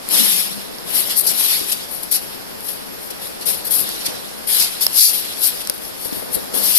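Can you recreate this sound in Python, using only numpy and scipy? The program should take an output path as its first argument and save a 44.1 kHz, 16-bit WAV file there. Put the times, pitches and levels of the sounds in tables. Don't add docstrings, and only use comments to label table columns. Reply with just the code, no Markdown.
import sys
import numpy as np
from scipy import signal
from scipy.fft import rfft, irfft, next_fast_len
from scipy.io import wavfile
from scipy.ndimage import uniform_filter1d, map_coordinates

SR = 44100
rng = np.random.default_rng(int(sys.argv[2]) if len(sys.argv) > 2 else 0)


def generate_wav(signal):
    frames = np.transpose(np.atleast_2d(signal))
    scaled = np.clip(frames, -1, 1) * 32767
    pcm = np.round(scaled).astype(np.int16)
    wavfile.write(sys.argv[1], SR, pcm)


N = 299394
TIME = np.arange(N) / SR
# f/Hz, level/dB
CRACK_SPECTRUM = [(60, -15), (300, -7), (600, -2), (1200, -0.5), (2500, -1.5), (4000, -1), (5200, 5.5),
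                  (7000, -2.5), (11300, 2), (14000, -1)]


def amp(db):
    return 10 ** (np.asarray(db) / 20)


def unit(x):
    return x / np.sqrt(np.mean(x ** 2) + 1e-20)


def along(points, hz):
    f, values = np.transpose(points)
    return np.interp(np.log(hz + 1), np.log(f), values)


def wobble(rate):
    return map_coordinates(rng.standard_normal(int(N * rate / SR) + 4), [TIME * rate])


def filtered(x, response):
    size = next_fast_len(N + SR // 2)
    return irfft(rfft(x, size) * response(np.fft.rfftfreq(size, 1 / SR)), size)[..., :N]


def coloured(x, points, size=4096):
    gain = amp(along(points, np.fft.rfftfreq(size, 1 / SR)))
    cepstrum = irfft(np.log(gain))
    cepstrum[1:size // 2] *= 2
    cepstrum[size // 2 + 1:] = 0
    impulse_response = irfft(np.exp(rfft(cepstrum)))
    return signal.oaconvolve(x, impulse_response)[:N]


def gate(start, length, rise, fall):
    t = TIME - start
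    return np.clip(t / rise + .5, 0, 1) * np.exp(-np.maximum(t - length, 0) / fall)


def blow(start, t60):
    t = TIME - start
    return (t >= 0) * amp(-60 * np.clip(t / t60, 0, 2))


def sweep(start, rise, hold, fall):
    flank_db, flank_bend, sag_db_per_s = 15, 1.16, 3.5
    t = TIME - start
    flanks = np.maximum(-t, 0) / rise + np.maximum(t - hold, 0) / fall
    return amp(-flank_db * np.minimum(flanks, 10) ** flank_bend - sag_db_per_s * np.clip(t, 0, hold))


def glide(rows, unsteady, wobble_rate, flicker_db):
    times, pitches, levels = np.transpose(rows)
    hz, db = np.interp(TIME, times, pitches), np.interp(TIME, times, levels)
    phase = 2 * np.pi * np.cumsum(hz * (1 + unsteady * wobble(wobble_rate))) / SR
    sounding = gate(times[0], times[-1] - times[0], rise=0.026, fall=0.022)
    return sounding * amp(db + flicker_db * wobble(45)) * np.sin(phase)


def ports(pair):
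    # f/Hz, gain/dB
    left_response = [(200, 2.5), (600, 0.5), (2000, -0.5), (4200, 1), (5500, -3.5), (7000, 3), (8500, 8),
                     (10000, 13.5), (11300, 19), (12500, 14), (14500, 8.5)]
    right_response = [(200, -2.5), (600, 0), (2000, 0), (3000, 1.5), (4200, 5.5), (5300, 6), (6100, 1.5),
                      (7000, -1.5), (10000, -2.5), (14500, -4)]
    return np.array([coloured(pair[0], left_response), coloured(pair[1], right_response)])


def rush(spectrum, grain=1):
    # f/Hz, left-right correlation
    correlation = [(60, -0.55), (200, -0.84), (550, -0.57), (900, -0.25), (2000, -0.4), (4000, -0.41),
                   (5500, 0.57), (7000, 0.21), (10500, -0.11), (14000, -0.31)]

    def mid_side_gains(hz):
        angle = np.arccos(np.clip(along(correlation, hz), -1, 1)) / 2
        return amp(along(spectrum, hz)) * np.array([np.cos(angle), np.sin(angle)])

    mid, side = filtered(grain * rng.standard_normal((2, N)), mid_side_gains)
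    return unit(ports([mid + side, mid - side]))


def self_noise():
    return amp([[-42], [-39]]) * rng.standard_normal((2, N))


def ventilation():
    # f/Hz, level/dB
    air_spectrum = [(200, 8), (700, 3.5), (1200, 5), (2500, 7), (4000, 1), (5200, 5.5), (7000, -14.5),
                    (11000, -8.5), (14500, -6.5)]
    return amp(-37.5 + wobble(14)) * rush(air_spectrum)


def rumble():
    # t/s at full weight, rise/s, hold/s, fall/s, level/dB
    rolls = [(0.15, 0.079, 0.041, 0.12, -29.5), (0.938, 0.14, .05, 0.34, -33),
             (1.27, 0.035, 0.038, 0.23, -34.5), (3.813, 0.71, 0.034, 0.25, -34),
             (4.07, 0.051, 0.028, 0.23, -32), (6.175, 0.17, 0.42, 0.35, -35), (6.56, 0.055, .03, 0.25, -30)]
    # f/Hz, level/dB
    low_spectrum = [(20, -25), (50, -12), (110, -12), (160, -3), (220, 0.5), (340, -2), (520, -0.5),
                    (750, -4.5), (1100, -7.5), (2000, -11.5), (5000, -52)]
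    hall_db = -35
    rolling_power = sum((amp(db) * sweep(*timing)) ** 2 for *timing, db in rolls)
    return np.sqrt(amp(hall_db) ** 2 + rolling_power) * rush(low_spectrum)


def whistles():
    # t/s, f/Hz, level/dB
    paths = [
        [(2.31, 11100, -42), (2.355, 11500, -34), (2.39, 12500, -38), (2.47, 12900, -43), (2.55, 13000, -39),
         (2.61, 12400, -40)],
        [(2.78, 10700, -39), (2.88, 11300, -36.5), (2.97, 11750, -37.5), (3.03, 11450, -40)],
        [(2.76, 13300, -48), (2.84, 12950, -46), (2.97, 13150, -47), (3.05, 12400, -47)],
    ]
    tone = sum(glide(path, unsteady=.008, wobble_rate=550, flicker_db=2.5) for path in paths)
    return tone * amp([[0], [-16]])


def groans():
    # t/s, f/Hz, level/dB
    paths = [
        [(.13, 271.3, -37), (.21, 226, -23.5), (.3, 214.8, -34), (.45, 205.3, -37), (.55, 207, -34),
         (.63, 205, -37.5), (.7, 203, -40)],
        [(6.6, 200, -33), (6.64, 215, -35), (6.68, 213, -40)],
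    ]
    tone = sum(glide(path, unsteady=.11, wobble_rate=140, flicker_db=3) for path in paths)
    return np.array([amp(3.5) * tone, -amp(-3) * tone])


def thuds():
    # t/s, level/dB, f/Hz, T60/s
    contacts = [(.122, -25, 292, 0.11), (1.227, -29, 560, .07), (1.253, -25, 602, .08),
                (1.269, -23, 520, 0.07), (1.612, -21, 402, 0.05), (2.69, -26, 602, .08),
                (3.111, -27, 454, .04), (3.47, -24.5, 538, 0.35), (3.705, -28, 538, .12),
                (3.812, -26, 250, .1), (4.08, -31, 231, .08), (4.868, -22, 549, 0.035),
                (5.698, -17.5, 500, 0.039), (6.055, -21, 557, .05), (6.124, -18, 320, 0.061),
                (6.166, -24, 271, 0.17), (6.222, -23, 480, .055), (6.278, -27, 517, .07),
                (6.346, -23, 259, 0.11), (6.366, -21.5, 490, 0.16), (6.538, -21.5, 497, .11),
                (6.575, -25, 330, .1)]
    # f/Hz, level/dB
    puff_spectrum = [(30, 0), (55, 2), (120, -2), (240, 4), (330, -4), (470, 9), (700, -7), (1000, -16),
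                     (2500, -10), (8000, -50)]
    rise_s, puff_db = 0.0022, -8
    notes, puffs = np.zeros(N), np.zeros(N)
    for start, db, hz, t60 in contacts:
        envelope = amp(db) * blow(start, t60) * np.clip((TIME - start) / rise_s, 0, 1)
        phase = 2 * np.pi * np.cumsum(hz * (1 + .25 * wobble(hz))) / SR
        notes += envelope * np.sin(phase)
        puffs += envelope
    antiphase = np.array([[amp(3.5)], [-amp(-1)]])
    return notes * antiphase + amp(puff_db) * puffs * rush(puff_spectrum)


def crackle():
    snaps_per_s = 65
    snaps = (rng.random(N) < snaps_per_s / SR) * rng.standard_normal((2, N))
    grip = amp(-25) * gate(start=5.6, length=0.27, rise=.1, fall=.2)
    return ports([coloured(channel, CRACK_SPECTRUM) for channel in grip * snaps])


def ticks():
    # t/s, left level/dB, right level/dB, T60/s
    hits = [(0.089, -10, -22, 0.0025), (0.785, -27, -22, .008), (2.034, -11.5, -26, 0.005),
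            (2.607, -24, -33, 0.005), (3.11, -20, -17.5, 0.005), (3.413, -21, -26, .004),
            (3.891, -8.5, -23, 0.0054), (4.391, -26, -34, 0.0054), (4.811, -8, -20, .008),
            (4.8664, 1, 18, 0.0042), (5.651, -25, -15, .004), (5.6733, -5, -11, 0.0039),
            (5.6978, -6.5, -7.5, 0.012), (5.7022, -24, -14, 0.0033), (5.78, -22, -29, 0.0046),
            (6.13, -24, -17, 0.0034), (6.3485, -8, -19, .004)]
    envelope = sum(amp([[left], [right]]) * blow(start, t60) for start, left, right, t60 in hits)
    spikes = amp(8.5) * np.maximum(np.diff(envelope, axis=1, prepend=0), 0)
    splutter = amp(-2) * envelope * rng.standard_normal((2, N))
    cracks = amp([[-5], [-1]]) * (spikes + splutter)
    return ports([coloured(channel, CRACK_SPECTRUM) for channel in cracks])


def zips():
    # t/s, f/Hz, level/dB
    paths = [
        [(1.172, 8700, -19), (1.183, 9100, -18), (1.198, 8900, -19)],
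        [(1.282, 9450, -16), (1.293, 8750, -20), (1.312, 7400, -27)],
    ]
    rasp = sum(glide(path, unsteady=.05, wobble_rate=2500, flicker_db=1.5) for path in paths)
    return rasp * amp([[0], [-17]])


def weave(catches_per_s, catch_size, flutter_db, fold_db):
    catches = (rng.random(N) < catches_per_s / SR) * rng.random(N)
    return (1 + catch_size * catches) * amp(flutter_db * wobble(420) + fold_db * wobble(55))


def shifting(pair, patchy_db):
    spectra = signal.stft(pair, nperseg=512)[2]
    patches = uniform_filter1d(rng.standard_normal(spectra.shape), size=5, axis=1)
    patches = uniform_filter1d(patches, size=6, axis=2)
    gain = amp(patchy_db * np.minimum(unit(patches), 1))
    return unit(signal.istft(spectra * gain, nperseg=512)[1][:, :N])


def lingering(power, wet_db, t60_s=0.96):
    retained = amp(-60 / (t60_s * SR)) ** 2
    reverberant_power = signal.lfilter([1 - retained], [1, -retained], power)
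    return np.sqrt(power + amp(wet_db) ** 2 * reverberant_power)


def swishes_and_scuffs():
    # t/s at full speed, rise/s, hold/s, fall/s, sheen level/dB, rub level/dB
    swishes = [(0.12, 0.025, 0.2, 0.035, -10, -20), (0.168, 0.079, 0.041, 0.053, -26, -14.5),
               (0.336, 0.026, 0.073, 0.068, -13, -21), (0.891, 0.041, .02, .03, -22.5, -28),
               (0.95, 0.038, 0.043, 0.078, -9.5, -20.5), (1.099, 0.038, 0.018, 0.038, -17.5, -20),
               (1.175, 0.015, 0.023, 0.0088, -5, -44), (1.246, .02, 0.0089, .012, -15, -27),
               (1.396, 0.073, 0.028, 0.087, -12, -21), (1.479, 0.16, 0.072, 0.089, -13, -19.5),
               (1.69, 0.053, 0.083, 0.047, -29, -43), (1.703, 0.036, 0.0071, 0.0071, -14, -24),
               (1.922, 0.035, 0.025, 0.14, -21, -63), (2.654, 0.042, 0.069, 0.065, -22, -45),
               (3.016, 0.027, 0.056, 0.038, -27.5, -59), (3.22, 0.026, 0.046, 0.072, -25.5, -33.5),
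               (3.471, 0.01, 0.037, 0.068, -11.5, -23), (3.726, 0.028, 0.029, 0.068, -8.5, -26.5),
               (3.792, 0.023, 0.015, 0.036, -9.5, -25), (3.85, 0.068, 0.024, 0.45, -30, -27.5),
               (4.033, 0.089, 0.097, 0.045, -31, -44), (4.066, 0.029, 0.006, 0.01, -28, -21),
               (4.505, .03, 0.04, .03, -14.5, -24), (4.569, 0.061, 0.043, 0.056, -9.5, -17),
               (4.756, 0.067, 0.21, 0.13, -42, -34), (4.986, 0.054, 0.037, 0.12, -5, -20.5),
               (5.142, 0.03, 0.012, 0.081, -12, -23), (5.234, 0.2, 0.35, .08, -48, -31),
               (5.439, 0.048, 0.038, 0.028, -6.5, -23), (5.61, 0.013, 0.0072, 0.013, -23, -27.5),
               (5.85, 0.09, 0.03, 0.06, -25.5, -38), (6.053, 0.076, .01, 0.042, -18.5, -30),
               (6.138, .04, 0.025, 0.14, -21, -33.5), (6.347, 0.029, 0.0069, 0.016, -9.5, -31),
               (6.368, .04, 0.02, 0.094, -30, -32), (6.554, 0.015, 0.026, .07, -12, -25.5),
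               (6.645, 0.045, 0.068, 0.11, -10, -22.5), (6.753, 0.013, 0.029, .1, -5.5, -18.5)]
    # t/s, length/s, sheen level/dB, rub level/dB
    scuffs = [(1.206, .006, -9, -30), (1.265, 0.011, -6.5, -25), (1.292, 0.024, -12, -21.5),
              (1.716, 0.01, -9, -17), (2.03, .002, -15, -32), (2.113, 0.05, -11.5, -24.5),
              (2.114, 0.0081, -9, -32), (2.683, 0.024, -21, -29), (3.102, 0.0062, -25, -31),
              (3.408, 0.021, -32, -28), (3.457, .007, -11.5, -27), (3.649, .006, -14.5, -32),
              (3.666, 0.011, -15, -31.5), (3.707, 0.016, -10, -27), (4.472, 0.075, -14.5, -25),
              (4.809, 0.045, -13, -23.5), (5.737, .012, -25, -40), (6.538, 0.022, -17, -23.5)]
    # t/s at the peak, Gaussian half width/s, level/dB
    ringing_strokes = [(0.35, 0.036, -25), (1.17, .013, -24), (1.289, 0.015, -14.5), (1.723, .006, -19),
                       (2.148, 0.023, -21.5), (2.7, .018, -33), (3.11, .006, -31), (4.065, 0.0056, -16.5),
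                       (4.624, 0.025, -15), (4.83, 0.015, -19.5), (5.031, 0.047, -10.5),
                       (5.455, 0.015, -17), (6.687, 0.089, -22.5), (6.78, 0.02, -19)]
    # f/Hz, level/dB
    sheen_spectrum = [(2000, -68), (4000, -1.5), (7000, -6.5), (9000, -1), (12000, 1.5), (14500, -1.5)]
    rub_spectrum = [(100, -21), (500, -8.5), (1200, -9.5), (2000, -4), (3400, 1), (5500, -1.5), (7000, -8),
                    (10000, -9), (14500, -18)]
    ring_spectrum = [(1500, -48), (3500, -15), (4600, 3.5), (5200, 1), (6200, -0.5), (8000, -8),
                     (14000, -10.5)]
    strokes = [(sweep(*timing), sheen_db, rub_db) for *timing, sheen_db, rub_db in swishes]
    strokes += [(gate(*timing, rise=.0055, fall=.0098), sheen_db, rub_db)
                for *timing, sheen_db, rub_db in scuffs]
    strokes += [(amp(1.2 * wobble(5.52)), -46, -39.5)]
    sheen = lingering(sum((amp(db) * shape) ** 2 for shape, db, _ in strokes), wet_db=-12.5)
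    rub = lingering(sum((amp(db) * shape) ** 2 for shape, _, db in strokes), wet_db=-2)
    ring = sum(amp(db) * np.exp(-((TIME - t) / width) ** 2 / 2) for t, width, db in ringing_strokes)
    grain = weave(catches_per_s=650, catch_size=2.4, flutter_db=0.3, fold_db=0.76)
    fine = amp(-4.5) * sheen * shifting(rush(sheen_spectrum, grain), patchy_db=0.9)
    coarse = amp(-1.17) * rub * shifting(rush(rub_spectrum, grain), patchy_db=4.5)
    return fine + coarse + ring * rush(ring_spectrum, grain)


def scene():
    movement = swishes_and_scuffs() + zips() + ticks() + crackle() + thuds() + groans()
    return movement + whistles() + rumble() + ventilation() + self_noise()


def ducked(x, edge_hz, threshold_db, steepness):
    power = uniform_filter1d(x[0] ** 2, size=3600, origin=700, mode="constant")
    left_rms = np.sqrt(np.abs(power))
    lows = filtered(x, lambda hz: 1 / (1 + (hz / edge_hz) ** 6))
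    return x - lows / (1 + (amp(threshold_db) / (left_rms + 1e-6)) ** steepness)


def record(dry):
    top_hz = 14620
    clipped = dry / (1 + np.abs(dry) ** 12) ** (1 / 12)
    thinned = ducked(clipped, edge_hz=70, threshold_db=-14.5, steepness=6.3)
    thinned = ducked(thinned, edge_hz=1500, threshold_db=-7.8, steepness=11)
    return filtered(thinned, lambda hz: hz < top_hz)


dry = scene()
out = record(dry)
generate_wav(out)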